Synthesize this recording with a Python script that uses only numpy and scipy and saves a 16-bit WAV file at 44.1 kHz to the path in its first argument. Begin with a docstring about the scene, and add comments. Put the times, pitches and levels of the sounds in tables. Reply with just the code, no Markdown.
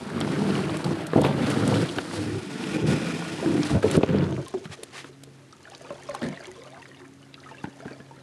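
"""Kayak launched over gravel

A plastic kayak is shoved over a gravel bank into a river, close to the microphone.
Random impacts drum on the modes of the hollow hull, crunch as filtered grit and hiss as sand.
A sleeve swishes as noise strokes and gear ticks as short bursts; plops, drips and gurgles are decaying
sines, hull knocks ring its modes, and a low hum wavers over the noise floor of the open air."""
import sys
import numpy as np
from scipy import signal
from scipy.fft import rfft, irfft
from scipy.io import wavfile
from scipy.ndimage import uniform_filter1d

SR = 44100
rng = np.random.default_rng(int(sys.argv[2]) if len(sys.argv) > 2 else 0)


def dump(signal):
    """Clip the signal to [-1, 1] and save it as 16-bit WAV at the path in sys.argv[1]."""
    limited = np.clip(np.atleast_2d(signal).T, -1, 1)
    pcm = np.round(limited * 32767).astype(np.int16)
    wavfile.write(sys.argv[1], SR, pcm)


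N = 362807
TIME = np.arange(N) / SR


def gain_of(db):
    """Decibels to amplitude."""
    return 10 ** (np.asarray(db) / 20)


def evened(x):
    """Scales to rms 1."""
    return x / np.sqrt(np.mean(x ** 2) + 1e-20)


def peaked(x):
    """Scales to peak 1."""
    return x / (abs(x).max() + 1e-20)


def steadied(x, size=4000):
    """Holds the running rms at 1 while keeping the fine grain."""
    return x / np.sqrt(abs(uniform_filter1d(x ** 2, size)) + 1e-12)


def add(mix, s, sound):
    """Mixes a sound in at time s."""
    part = mix[max(round(s * SR), 0):][:len(sound)]
    part += sound[:len(part)]


def follow(breakpoints):
    """Straight lines through (time, value) points, over the whole scene."""
    return np.interp(TIME, *np.transpose(breakpoints))


def coloured(x, spectrum, size=4096):
    """Causal minimum-phase filter with the given spectrum, so that clicks keep their sharp fronts."""
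    hz, db = np.transpose(spectrum)
    bin_hz = abs(np.fft.fftfreq(size, 1 / SR))
    log_gain = np.log(gain_of(np.interp(np.log(bin_hz + 1), np.log(hz), db)))
    taps = np.fft.ifft(np.exp(np.conj(signal.hilbert(log_gain)))).real
    return signal.oaconvolve(x, taps[:size // 2])[:len(x)]


def wander(hz):
    """Random drift of rms 1, up to about the given rate."""
    lowpass = np.exp(-(np.fft.rfftfreq(N, 1 / SR) / hz) ** 2)
    return evened(irfft(rfft(rng.standard_normal(N)) * lowpass, N))


def impacts(per_s, spread_db, cap=4):
    """Random one-sample impacts whose strengths spread exponentially in dB, up to a cap."""
    hits = (rng.random(N) < per_s / SR) * rng.choice([-1, 1], N)
    return hits * gain_of(spread_db * np.minimum(rng.exponential(1, N), cap))


def swell(start, length, rise_s, fall_s):
    """Attack, hold and release of one contact."""
    t = TIME - start
    return np.clip(t / rise_s, 0, 1) * np.exp(-np.maximum(t - length, 0) / fall_s)


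def surging(steady, events, rise_s, fall_s):
    """A set of steady levels, with the power of each event on top."""
    power = sum(np.outer(gain_of(db), swell(start, length, rise_s, fall_s)) ** 2
                for start, length, *db in events)
    return np.sqrt(steady ** 2 + power)


def burst(spectrum, t60, rise_s=0.00008, size=4000):
    """A short crack of coloured, decaying noise with peak 1."""
    t = np.arange(size) / SR
    noise = rng.standard_normal(size) * gain_of(-60 * t / t60) * (1 - np.exp(-t / rise_s))
    return peaked(coloured(noise, spectrum))


def clack(hz, t60=0.016, spread=0.198, count=7, size=1500):
    """A cluster of close, quickly dying modes around one pitch."""
    t = np.arange(size) / SR
    modes = hz * np.exp(spread * rng.standard_normal((count, 1)))
    ring = (rng.choice([-1, 1], (count, 1)) * np.sin(2 * np.pi * modes * t)).sum(0)
    return peaked(ring * gain_of(-60 * t / t60))


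def rattle(hz, count=3):
    """One clack, then a few weaker ones of other pitches close behind."""
    out = np.zeros(4000)
    add(out, 0, clack(hz, t60=0.018, spread=0.245, count=14))
    for late, pitch in rng.random((count, 2)):
        add(out, 0.011 * late, gain_of(-15) * clack(hz * 2 ** (1.3 * (pitch - .5))))
    return out


# low wavering drone of two tones: (frequency [Hz], relative level [dB], width [Hz])
HUM = [(135.5, -51.5, 2.6), (273, -52, 6.16)]
# slow fading of the drone: (time [s], level [dB])
FADE = [(4.7, -11), (5.15, -2), (5.45, -8), (5.65, -14.5), (6.1, -0.5), (6.35, -10), (6.53, -10),
        (6.8, -5.5), (7.4, -3.5), (8.2, -5)]
# colour of the open-air floor: (frequency [Hz], density [dB per Hz])
AIR = [(25, -20), (45, -36), (65, -8), (90, 7.5), (180, 4.5), (350, 5), (650, -14), (1500, -8.5),
       (3000, -15.5), (6000, -19.5), (10500, -21.5), (12500, -27)]


def air(drift=0.372):
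    """Open-air noise floor with a low drone whose tones waver in pitch and level and fade."""
    hum = np.zeros(N)
    for hz, db, width in HUM:
        pitch = hz + drift * width * wander(width)
        tone = evened(np.sin(2 * np.pi * np.cumsum(pitch) / SR))
        hum += gain_of(db + 2 * wander(width)) * tone
    floor = gain_of(-55.0) * evened(coloured(rng.standard_normal(N), AIR))
    return hum * gain_of(follow(FADE)) + floor


# colour of stirred water: (frequency [Hz], density [dB per Hz])
WASH = [(150, -4.5), (380, 23.5), (900, 7), (1800, 8.5), (3500, 6), (6000, 4), (10000, -4.5), (12500, -27)]


def wash():
    """The stirred wake, a dense rain of impacts."""
    return evened(coloured(impacts(per_s=6000, spread_db=6.0), WASH))


# colour of the falling spray: (frequency [Hz], density [dB per Hz])
DROPLET = [(1500, -31), (3000, 0), (4500, -3), (7000, -2), (10000, -4.5), (13000, -18)]


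def droplets(t60=0.006):
    """Fine spray from the wake falls back in tiny, separate ticks."""
    t = np.arange(400) / SR
    tick = rng.standard_normal(len(t)) * gain_of(-60 * t / t60)
    hits = signal.oaconvolve(impacts(per_s=38, spread_db=5.5, cap=2.8), tick)[:N]
    return gain_of(-9) * evened(coloured(hits, DROPLET))


def bubble(hz, t60, rise=0.09, onset_cycles=0.45):
    """A pocket of air rings and climbs by a share of its pitch as it nears the surface."""
    t = np.arange(0, t60, 1 / SR)
    turns = np.cumsum(hz * (1 + rise * t / t60)) / SR
    onset = 1 - np.exp(-turns / onset_cycles)
    return peaked(np.sin(2 * np.pi * turns) * gain_of(-60 * t / t60) * onset)


def patter(count=64):
    """Small bubbles at random; the smaller the bubble, the higher and shorter its ring."""
    out = np.zeros(N)
    for hz in np.geomspace(480, 5000, count):
        ring = (hz / 1000) ** -.15 * bubble(hz, 0.045 * (hz / 1000) ** -.5, rise=0.11)
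        out += signal.oaconvolve(impacts(per_s=16, spread_db=6.0, cap=2.94), ring)[:N]
    # each wavelet frees a cluster of bubbles
    return steadied(out, size=9000) * gain_of(2.5 * wander(hz=30.0))


def glug(hz, hold, t60, size=8000):
    """A trapped pocket of air drops onto its pitch, rings on briefly and is let go, with an overtone."""
    t = np.arange(size) / SR
    turns = np.cumsum(hz * (1 + 0.14 * np.exp(-t / 0.006))) / SR  # starts sharp and settles
    ring = np.sin(2 * np.pi * turns) * gain_of(-60 * np.maximum(t - hold, 0) / t60)
    overtone = np.sin(2 * np.pi * 1.92 * hz * t) * gain_of(-60 * t / 0.034)
    return (ring + overtone) * (1 - np.exp(-2 * turns))


def spatter(length, hz, per_s=300, octaves=0.45):
    """A wavelet collapses into a quick crowd of tiny bubbles around one pitch."""
    out = np.zeros(round(length * SR) + 2000)
    for late, pitch, strength in rng.random((int(length * per_s) + 1, 3)):
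        bubble_hz = hz * 4 ** (octaves * (2 * pitch - 1) * 0.84)
        add(out, late * length, gain_of(-10 * strength) * bubble(bubble_hz, t60=0.022))
    return peaked(out)


def plop(ring, hz):
    """A ring of air with the splat and spray of the water that closes over it."""
    out = np.zeros(10000)
    add(out, 0, ring)
    add(out, 0, gain_of(-9) * clack(hz, t60=0.045, spread=0.5, count=24, size=2500))
    add(out, 0, gain_of(-13) * burst(WASH, t60=0.039))
    return out


# air pockets and drips: (time [s], relative level [dB], starting pitch [Hz], ring time t60 [s])
BUBBLES = [(4.465, -37, 1050, 0.074), (4.788, -38, 446, 0.068), (5.093, -37.5, 400, 0.056),
           (5.273, -40, 420, 0.035), (5.529, -38.5, 1260, 0.033), (5.654, -36.5, 1710, 0.023),
           (5.673, -39, 1450, 0.05), (5.720, -37, 770, 0.046), (5.812, -36.5, 607, 0.04),
           (6.109, -36, 2060, 0.025), (6.148, -22, 1070, 0.022), (6.178, -39, 1500, 0.038),
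           (6.374, -29.5, 1870, 0.025), (6.445, -33, 2220, 0.02), (6.514, -42, 1950, 0.044),
           (6.473, -39, 368, 0.26), (6.562, -44, 1050, 0.056), (6.58, -40, 464, 0.06),
           (6.732, -38, 780, 0.061), (6.767, -41, 1530, 0.035), (6.795, -44, 915, 0.05),
           (6.82, -39, 2680, 0.028), (6.827, -37.5, 1870, 0.033), (6.915, -39.5, 1860, 0.04),
           (6.946, -42, 2820, 0.03), (7.004, -42, 356, 0.098), (7.228, -45, 2950, 0.03),
           (7.378, -42, 1320, 0.05), (7.461, -37, 1257, 0.097), (7.489, -39, 1780, 0.038),
           (7.513, -35, 876, 0.058), (7.546, -40, 1640, 0.058), (7.583, -37.5, 2680, 0.038),
           (7.804, -38.5, 1360, 0.037), (7.824, -37, 660, 0.063), (7.880, -32, 1570, 0.041),
           (7.911, -46, 1260, 0.039), (8.002, -41.5, 1680, 0.063), (8.110, -37, 890, 0.046)]
# air trapped against the hull: (time [s], relative level [dB], settled pitch [Hz], hold [s], t60 [s])
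GLUGS = [(4.539, -22, 378, 0.019, 0.037), (5.905, -28, 559, 0.009, 0.035), (6.089, -25, 562, 0.013, 0.033),
         (6.143, -33.5, 777, 0.01, 0.11), (6.213, -35, 563, 0.017, 0.08), (7.64, -28.5, 787, 0.0045, 0.016),
         (7.852, -34, 720, 0.0031, 0.032), (7.909, -41, 500, 0.0072, 0.055)]
# spatters of tiny bubbles: (start [s], length [s], relative level [dB], centre pitch [Hz])
SPATTERS = [(5.708, 0.032, -46, 3340), (6.301, 0.055, -40, 1910), (6.419, 0.053, -39, 1730),
            (6.743, 0.035, -40, 1240), (6.991, 0.069, -38.5, 1500), (7.428, 0.018, -38.5, 1870),
            (7.473, 0.045, -43, 1590), (7.683, 0.019, -42, 1800), (7.899, 0.03, -40, 1680)]


def plops():
    """Air pockets, drips and glugs, each closed over by water, and spatters of tiny bubbles."""
    out = np.zeros(N)
    for s, db, hz, t60 in BUBBLES:
        add(out, s, gain_of(db) * plop(bubble(hz, t60), hz))
    for s, db, hz, hold, t60 in GLUGS:
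        add(out, s, gain_of(db) * plop(glug(hz, hold, t60), hz))
    for s, length, db, hz in SPATTERS:
        add(out, s, gain_of(db) * spatter(length, hz))
    return out


# colour of the splash: (frequency [Hz], density [dB per Hz])
SPLASH = [(35, -50), (85, -25), (135, 8.5), (550, 2), (720, -6), (1200, -16), (1800, -4), (2600, -21),
          (4000, -16.5), (6000, -28), (10000, -28), (13000, -60)]


def splash():
    """A wavelet breaks against the side in one short swell of noise."""
    noise = evened(coloured(impacts(per_s=2000, spread_db=4.0), SPLASH))
    return gain_of(-30) * noise * swell(start=6.222, length=0.037, rise_s=0.0017, fall_s=0.02)


# stir of the water: (time [s], level [dB])
WAKE = [(3.4, -78), (3.85, -46), (4.45, -49.5), (5.03, -55), (5.18, -61), (5.55, -59.5), (5.7, -56),
        (6.15, -50), (6.4, -52), (6.7, -56), (7.02, -61), (7.12, -63.5), (7.36, -62), (7.5, -56),
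        (7.74, -58), (7.89, -53), (8.0, -60.5), (8.23, -58.5)]
# few bubbles form before the boat is pushed clear: time [s], level until then [dB]
AFLOAT_S, AGROUND_DB = 5.62, -7


def water():
    """Plops, a splash, and the wake's bubbles, spray and wash, echoed by hull and bank."""
    bubbling = gain_of(2.0) * patter() + droplets()
    bubbling = bubbling * gain_of(np.where(TIME < AFLOAT_S, AGROUND_DB, 0))
    wake = gain_of(follow(WAKE)) * (bubbling + gain_of(-1.0) * wash())
    direct = gain_of(-2.0) * plops() + splash() + wake
    echo = burst([(100, 17.0), (600, -1.5), (8000, -9.5)], t60=0.24)
    echoed = signal.oaconvolve(direct, echo / np.linalg.norm(echo))[:N]
    add(direct, .004, gain_of(-9) * echoed)
    return direct


# a gap under the hull fills with water, so its ring climbs: (time [s], pitch [Hz], relative level [dB])
GURGLE = [(6.479, 378, -54), (6.55, 413, -62), (6.59, 474, -40), (6.615, 520, -47), (6.675, 595, -49.5),
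          (6.765, 680, -47.5), (6.83, 780, -67)]


def gurgle(count=36, per_s=100, octaves=0.05):
    """An uneven chain of small gulps whose pitch follows the closing air gap."""
    out = np.zeros(N)
    s, hz, db = np.transpose(GURGLE)
    for k, (late, pitch, strength) in enumerate(rng.uniform(-0.998, 1, (count, 3))):
        at = s[0] + (k + late) / per_s
        gulp = bubble(np.interp(at, s, hz) * 2 ** (octaves * pitch), t60=0.08)
        add(out, at, gain_of(np.interp(at, s, db) + 4.6 * strength) * gulp)
    return out


# swishes of the sleeve: (time of the top [s], rms level there [dB], Gaussian width [s])
SWISHES = [(4.475, -69, 0.011), (4.652, -47, 0.0092), (4.732, -40, 0.013), (4.98, -39, 0.028),
           (5.07, -51.5, 0.017)]
# colour of rubbing cloth: (frequency [Hz], density [dB per Hz])
CLOTH = [(290, -22), (500, -7), (657, -4), (1200, -1), (1350, -6), (1880, 0), (5010, -8.5), (10700, -18),
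         (13000, -36)]


def sleeve():
    """Fibres of the jacket rub in short strokes, each a bell-shaped swell of dense impacts."""
    strokes = sum(gain_of(db) * np.exp(-.5 * ((TIME - s) / width) ** 2) for s, db, width in SWISHES)
    return strokes * evened(coloured(impacts(per_s=6800, spread_db=2.0), CLOTH))


# sharp ticks of gear, flicked grit and spray: (time [s], relative level [dB])
TICKS = [(0.203, -21.5), (0.769, -21.5), (0.845, -22), (1.067, -24.5), (1.215, -18.5), (1.501, -17.5),
         (1.6762, -18), (3.912, -14.5), (3.966, -18), (4.481, -27.5), (4.833, -19.5), (5.2352, -27.5),
         (6.148, -25)]
# colour of a tick: (frequency [Hz], density [dB per Hz])
TICK = [(600, 9), (1500, -1), (3500, 8.5), (6000, 1), (8000, 8.5), (11500, 3), (13000, -12)]
# clacks of single stones and splats of drops: (time [s], relative level [dB], centre pitch [Hz])
CLACKS = [(0.212, -14, 3320), (0.213, -14.5, 1250), (0.489, -19, 690), (0.561, -21, 930),
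          (0.696, -21, 2850), (0.697, -20, 1320), (0.843, -22, 1120), (0.843, -17.5, 4100),
          (0.917, -18, 774), (1.134, -13.5, 950), (1.157, -13.5, 745), (1.236, -19, 3000), (1.242, -8, 875),
          (1.248, -17, 1930), (1.265, -22, 2400), (1.278, -24, 1680), (1.31, -22, 1190), (1.381, -16, 1020),
          (1.589, -25, 915), (1.887, -31, 1080), (1.985, -16, 1020), (1.985, -15.5, 2900),
          (2.112, -20, 1400), (2.639, -20, 2460), (2.743, -21, 2360), (2.862, -34, 1420), (2.988, -26, 730),
          (3.223, -18, 1090), (3.426, -21, 720), (3.574, -25, 1270), (3.631, -17, 1720), (3.632, -14, 4440),
          (3.697, -16, 1170), (3.831, -22, 1680), (3.856, -32, 1690), (3.881, -19, 2970),
          (3.911, -22, 3160), (3.953, -17, 1610), (4.009, -27, 1000), (4.031, -21, 1290),
          (4.034, -12.5, 710), (4.032, -13, 3170), (4.089, -23, 800), (4.125, -32, 1190),
          (4.184, -22, 1490), (4.185, -25, 4000), (4.218, -23, 1600), (4.241, -25.5, 3500),
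          (4.325, -28, 3330), (4.365, -24.5, 1970), (4.464, -30, 3680), (4.541, -15, 610),
          (5.526, -31.5, 4620), (5.749, -23, 4230), (6.087, -32, 3120), (6.149, -23.5, 3900),
          (6.455, -25.5, 4080), (6.219, -29, 1110), (6.856, -26, 2230), (7.402, -34, 4570),
          (7.511, -36, 3000), (7.654, -26.5, 1870), (7.342, -23, 3400)]


def ticks():
    """Bright, dry noise ticks near the microphone, and ringing clacks from the shore and the water."""
    out = np.zeros(N)
    for s, db in TICKS:
        add(out, s, gain_of(db) * burst(TICK, t60=0.02, rise_s=0.0008))
    for s, db, hz in CLACKS:
        add(out, s, gain_of(db - 1.7) * rattle(hz))
    return gain_of(-4.5) * out


# modes of the free hull: (frequency [Hz], level [dB], ring time t60 [s])
HULL = [(76.6, -12, 0.068), (102.9, -4, 0.32), (140, -4.5, 0.38), (164, 3, 0.15), (202, 3, 0.11),
        (238, -0.5, 0.19), (273.8, -1, 0.11), (297.3, 0, 0.16), (337.1, -2, 0.16), (397, 3.5, 0.098),
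        (440.6, 0, 0.19), (494, 3, 0.056), (526.6, 1, 0.11), (657, 2, 0.05), (782, -4.5, 0.08),
        (884, -2, 0.038), (1320, -17, 0.0085), (1565, -14, 0.059), (1820, -24, 0.016)]


def hull_ring(weights, detune=0.035, size=9000):
    """Ring of the hull struck at one spot, which weights its modes and, by its load, shifts them a little."""
    t = np.arange(size) / SR
    hz, db, t60 = np.transpose(HULL)[:, :, None]
    hz = hz * (1 + detune * rng.standard_normal(hz.shape))
    modes = gain_of(db - 60 * t / t60) * np.sin(2 * np.pi * hz * t)
    return (weights[:, None] * modes).sum(0)


# blows from stones and later from ripples and gear:
# (time [s], relative level [dB], centre of the blow [Hz], crack level re ring [dB])
KNOCKS = [(0.211, -17.5, 403, -4.5), (0.561, -17, 288, -18), (1.133, -11.5, 480, -12),
          (1.157, -3, 256, -36), (1.16, -7.5, 650, -32), (1.177, -7.5, 410, -37), (1.186, -10, 500, -32),
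          (1.208, -13, 124, -32), (1.247, -6.5, 352, -7.5), (1.263, -11, 280, -9), (1.975, -15, 254, -18),
          (1.984, -17, 320, 4.5), (3.427, -17, 284, -20), (3.535, -15, 220, -20), (3.578, -10.5, 290, -13),
          (3.745, -13, 170, -28), (3.829, -20.5, 615, 4), (3.84, -5, 405, -40), (3.952, -9, 390, -10),
          (3.975, -4, 296, -20), (4.034, -3.5, 455, -19), (4.089, -13, 180, -13), (4.011, -14.5, 420, -20),
          (4.128, -12, 235, -19), (4.141, -11.5, 380, -17), (4.540, -24.5, 305, -30),
          (4.573, -29, 290, -16), (4.654, -27, 197, -0.5), (4.695, -28, 98, -29), (4.829, -30, 355, -9),
          (5.043, -34, 397, 7.5), (5.906, -30, 262, -8), (5.93, -30.5, 352, -10), (6.218, -23.5, 270, 0.5),
          (6.248, -25, 230, -4), (7.642, -19.5, 265, -9), (7.673, -28, 292, -22), (7.802, -32, 430, -16),
          (7.856, -23, 270, -11), (7.909, -30, 325, -6), (8.001, -30.5, 274, -12)]
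# what the shell radiates of a blow: (frequency [Hz], gain [dB])
BLOW = [(30, -43), (52, -17), (85, 3), (150, 4.5), (900, 0.5), (4000, -30)]
KNOCK_DAMPING_PER_S = 48  # ground and water damp the struck shell


def knocks(octaves=0.47, scatter=0.38):
    """Each blow rings the hull modes near its own pitch, with a gritty crack."""
    out, mode_hz = np.zeros(N), np.array(HULL)[:, 0]
    for s, db, hz, crack_db in KNOCKS:
        nearness = 1 / (1 + (np.log2(mode_hz / hz) / octaves) ** 2)
        weights = (1 + scatter * rng.standard_normal(len(HULL))) * nearness
        ring = hull_ring(weights * rng.choice([1, 1, -1], len(HULL)))
        damping = np.exp(-KNOCK_DAMPING_PER_S * np.arange(len(ring)) / SR)
        add(out, s, gain_of(db) * peaked(coloured(ring * damping, BLOW)))
        add(out, s, gain_of(db + crack_db) * burst(GRIT, t60=0.03))
    return gain_of(-2.5) * out


# the glide down the bank:
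# (time [s], crunch of gravel, relative level [dB], hiss of sand and dry grass, relative level [dB])
SLIDE = [(0.0, -46.5, -53.5), (0.17, -40, -56), (0.29, -38.5, -50.5), (0.55, -35.5, -47.5),
         (0.74, -39.5, -51.5), (0.88, -40, -50.5), (1.05, -41, -56), (1.37, -39.5, -53),
         (1.47, -35.5, -48.5), (1.84, -37.5, -44.5), (2.03, -44.5, -50), (2.15, -39.5, -44.5),
         (2.25, -42.5, -48.5), (2.42, -46, -53.5), (2.74, -37.5, -48.5), (2.84, -43, -60),
         (2.98, -36.5, -49), (3.38, -42.5, -50.5), (3.72, -39.5, -47), (3.81, -53, -62), (4.1, -41.5, -74),
         (4.23, -43, -71), (4.45, -61, -68)]
STOP_DB_PER_S = 254  # the scrape dies as the stern floats free


def slide_gains():
    """Levels of gravel and of sand under the gliding hull."""
    s, *levels = np.transpose(SLIDE)
    stop_db = STOP_DB_PER_S * np.maximum(TIME - s[-1], 0)
    return gain_of(np.array([np.interp(TIME, s, db) for db in levels]) - stop_db)


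def catches(count=100, per_s=17, middle_hz=1910):
    """Single stones snag and clack under the hull at uneven intervals, harder where it presses more."""
    out = np.zeros(N)
    for k, (late, pitch, strength) in enumerate(rng.uniform(-1, 1, (count, 3))):
        add(out, (k + late) / per_s, gain_of(-5.5 + 4.5 * strength) * rattle(middle_hz * 2 ** pitch))
    return out * slide_gains()[0]


def scratch(length, hz, slips_per_s=1100, width=0.34, glide=0.17):
    """A stone sticks and slips along the plastic, ringing at a pitch that slides as it rolls."""
    t = np.arange(0, length + 0.0033, 1 / SR)
    slips = rng.standard_normal(len(t)) * (rng.random(len(t)) < slips_per_s / SR)
    slips = slips * np.sqrt(np.maximum(1 - t / length, 0))
    pitch = hz * (1 + glide * rng.uniform(-1.36, 1) * (t / length - .5))
    turn = np.exp(2j * np.pi * np.cumsum(pitch) / SR)
    # a double-pole resonance that follows the sliding pitch
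    pole = np.exp(-np.pi * width * hz / SR)
    return evened((turn * signal.lfilter([1], np.poly([pole, pole]), slips / turn)).real)


# sharp stones score the plastic: (start [s], length [s], rms level [dB], middle pitch [Hz])
SCRATCHES = [(1.626, 0.02, -39, 1400), (1.721, 0.019, -33, 885), (1.748, 0.041, -43.5, 3600),
             (1.886, 0.02, -39.5, 3370), (3.428, 0.027, -35.5, 660), (3.453, 0.015, -39, 1570),
             (3.858, 0.015, -37, 890), (3.933, 0.032, -37, 1480), (4.387, 0.03, -39.5, 560)]


def scratches(count=115, per_s=26, middle_hz=1400, longest_s=0.08):
    """The clear scratches, among many lesser ones that follow the weight on the gravel."""
    clear, lesser = np.zeros((2, N))
    for s, length, db, hz in SCRATCHES:
        add(clear, s, gain_of(db) * scratch(length, hz))
    for k, (late, pitch, strength, stroke) in enumerate(rng.uniform(-1, 1, (count, 4))):
        sound = scratch(longest_s * 2 ** (stroke - 1), middle_hz * 2 ** (1.3 * pitch))
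        add(lesser, (k + late) / per_s, gain_of(-9.5 + 4.2 * strength) * sound)
    return clear + lesser * slide_gains()[0]


def passing(count, reach_s=0.24):
    """Stone after stone comes under the hull, chatters along it and is left behind."""
    middles = (np.arange(count) + rng.random(count)) / count * SLIDE[-1][0]
    return [impacts(per_s=90, spread_db=1.5) * np.maximum(1 - ((TIME - s) / reach_s) ** 2, 0) ** 2
            for s in middles]


# colour of the drumming: (frequency [Hz], gain [dB])
DRUM = [(25, -22), (48, -51), (75, -6.5), (120, -2.5), (300, 4.5), (520, -1), (800, -2.5), (1400, 6),
        (3000, -52)]
# the hull rides up on a bed of stones: (start [s], length [s], thud of its bottom,
# boom of its belly, clatter of its panels, each a relative level [dB])
RIDES = [(0.132, 0.62, -34, -33.5, -43), (0.366, 0.17, -34, -29.5, -33), (0.831, 0.091, -31.5, -28, -35),
         (1.156, 0.15, -25.5, -30.5, -30), (1.29, 0.36, -30, -32, -37), (1.603, 0.24, -25, -34, -31),
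         (2.163, 0.21, -30, -36.5, -39), (2.73, 0.073, -38, -32, -34.5), (2.811, 0.13, -24.5, -26, -34),
         (3.433, 0.19, -35.5, -25, -35), (3.701, 0.073, -23, -38, -32.5), (3.825, 0.16, -27, -28.5, -32),
         (4.072, 0.16, -24, -29.5, -33), (4.217, 0.18, -28.5, -36.5, -37)]
THUD_HZ, BOOM_HZ = 136.5, 395.4  # upper edges of the thud and the boom


def hull_band(drum, hz, side):
    """One part of the hull: a band of the drumming held at an even level."""
    return steadied(signal.sosfilt(signal.butter(5, hz, side, fs=SR, output="sos"), drum), size=3000)


def drumming(stones):
    """Each contact spot rings its own mix of modes: the bottom thuds, the belly booms, the panels clatter."""
    spots = sum(signal.oaconvolve(spot, hull_ring(rng.standard_normal(len(HULL))))[:N] for spot in stones)
    drum = coloured(spots, DRUM)
    bottom = hull_band(drum, THUD_HZ, "low")
    belly = hull_band(drum, [THUD_HZ, BOOM_HZ], "band")
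    panels = hull_band(drum, BOOM_HZ, "high")
    steady = np.outer(gain_of([-1, 5, 0]), slide_gains()[0])  # thud, boom, clatter
    thud, boom, clatter = surging(steady, RIDES, rise_s=0.027, fall_s=0.026)
    return gain_of(-2.5) * bottom * thud + gain_of(0.34) * belly * boom + gain_of(0.5) * panels * clatter


# colour of dry grit: (frequency [Hz], density [dB per Hz])
GRIT = [(300, -29), (600, 10), (900, 3.5), (1400, 8), (2100, 0.5), (3200, -2), (4600, -10), (6500, -46),
        (12500, -20)]
# ring of wet shingle: (frequency [Hz], width [Hz], level [dB])
SHINGLE = [(1446, 28, 18), (1820, 360, 12), (2270, 260, 5.4), (2410, 200, 10.6), (3200, 370, 4),
           (4900, 330, 5)]
# how far wet shingle at the waterline replaces loose pebbles: (time [s], share [0-1])
WET = [(2.15, 0), (2.5, 1), (3.35, 1), (3.7, 0.4), (4.4, 0)]


def crunch(stones, judder):
    """Juddering grit with loose pebbles clacking on the dry bank and resonant shingle at the waterline."""
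    grit = evened(impacts(per_s=3500, spread_db=-1.0)) + 0.07 * evened(sum(stones))
    grit = grit * gain_of(1.1 * judder)
    pebbles = np.zeros(N)
    for hz in np.geomspace(800, 4600, 30):
        hits = impacts(per_s=8.8, spread_db=4.0)
        pebbles += signal.oaconvolve(hits, clack(hz) * (hz / 1000) ** -.7)[:N]
    ring = sum(gain_of(db) * signal.lfilter(*signal.iirpeak(hz, hz / width, SR), grit)
               for hz, width, db in SHINGLE)
    wet = np.clip(follow(WET), 0, 1)
    dry_grit = evened(coloured(grit, GRIT))
    return steadied(dry_grit + 0.65 * (1 - wet) * evened(pebbles) + 1.35 * wet * evened(ring))


# colour of sand: (frequency [Hz], density [dB per Hz])
SAND = [(2000, 4), (4500, 8), (6500, 1), (8500, 1.5), (10000, 0.5), (11200, -6), (12300, -13), (13300, -50)]


def hiss(judder):
    """Sand under the hull: very dense, bright impacts that flutter with the judder."""
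    flutter = gain_of(judder + 1.1 * wander(hz=70))
    return steadied(coloured(impacts(per_s=9000, spread_db=2.5) * flutter, SAND))


# the keel digs in and ploughs up gravel:
# (start [s], length [s], crunch, relative level [dB], hiss, relative level [dB])
DIGS = [(1.235, 0.059, -34, -48), (1.461, 0.068, -35, -45), (2.863, 0.074, -37, -44),
        (3.236, 0.063, -38.5, -51), (3.645, 0.028, -55, -43.5), (3.821, 0.071, -41, -48),
        (3.896, 0.07, -36, -43)]


def scrape(count=42):
    """Stones catch and slip at several spots under the hull; each slip drums the shell and crunches grit."""
    judder = wander(hz=52.7)
    stones = passing(count)
    gravel, sand = surging(slide_gains(), DIGS, rise_s=0.005, fall_s=0.0048)
    uneven = gain_of(1.08 * wander(hz=9.2))  # the ground is lumpy
    ground = crunch(stones, judder) * gravel + gain_of(4.5) * hiss(judder) * sand
    return uneven * (drumming(stones) + ground)


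def scene():
    """All sources at one microphone."""
    surroundings = air() + water() + gurgle() + sleeve() + ticks()
    hull = knocks() + catches() + scratches() + scrape()
    return (surroundings + hull)[None]


def record(dry, low_hz=52, top_hz=11600, edge_hz=13300):
    """Removes the deepest bass and the highest treble; then the band limit."""
    thinned = signal.sosfilt(signal.butter(2, low_hz, "high", fs=SR, output="sos"), dry)
    dulled = signal.sosfilt(signal.butter(6, top_hz, fs=SR, output="sos"), thinned)
    band_limit = signal.firwin(255, edge_hz, window=("kaiser", 9), fs=SR)
    return signal.oaconvolve(dulled, band_limit[None], "same")


dry = scene()
out = record(dry)
dump(out)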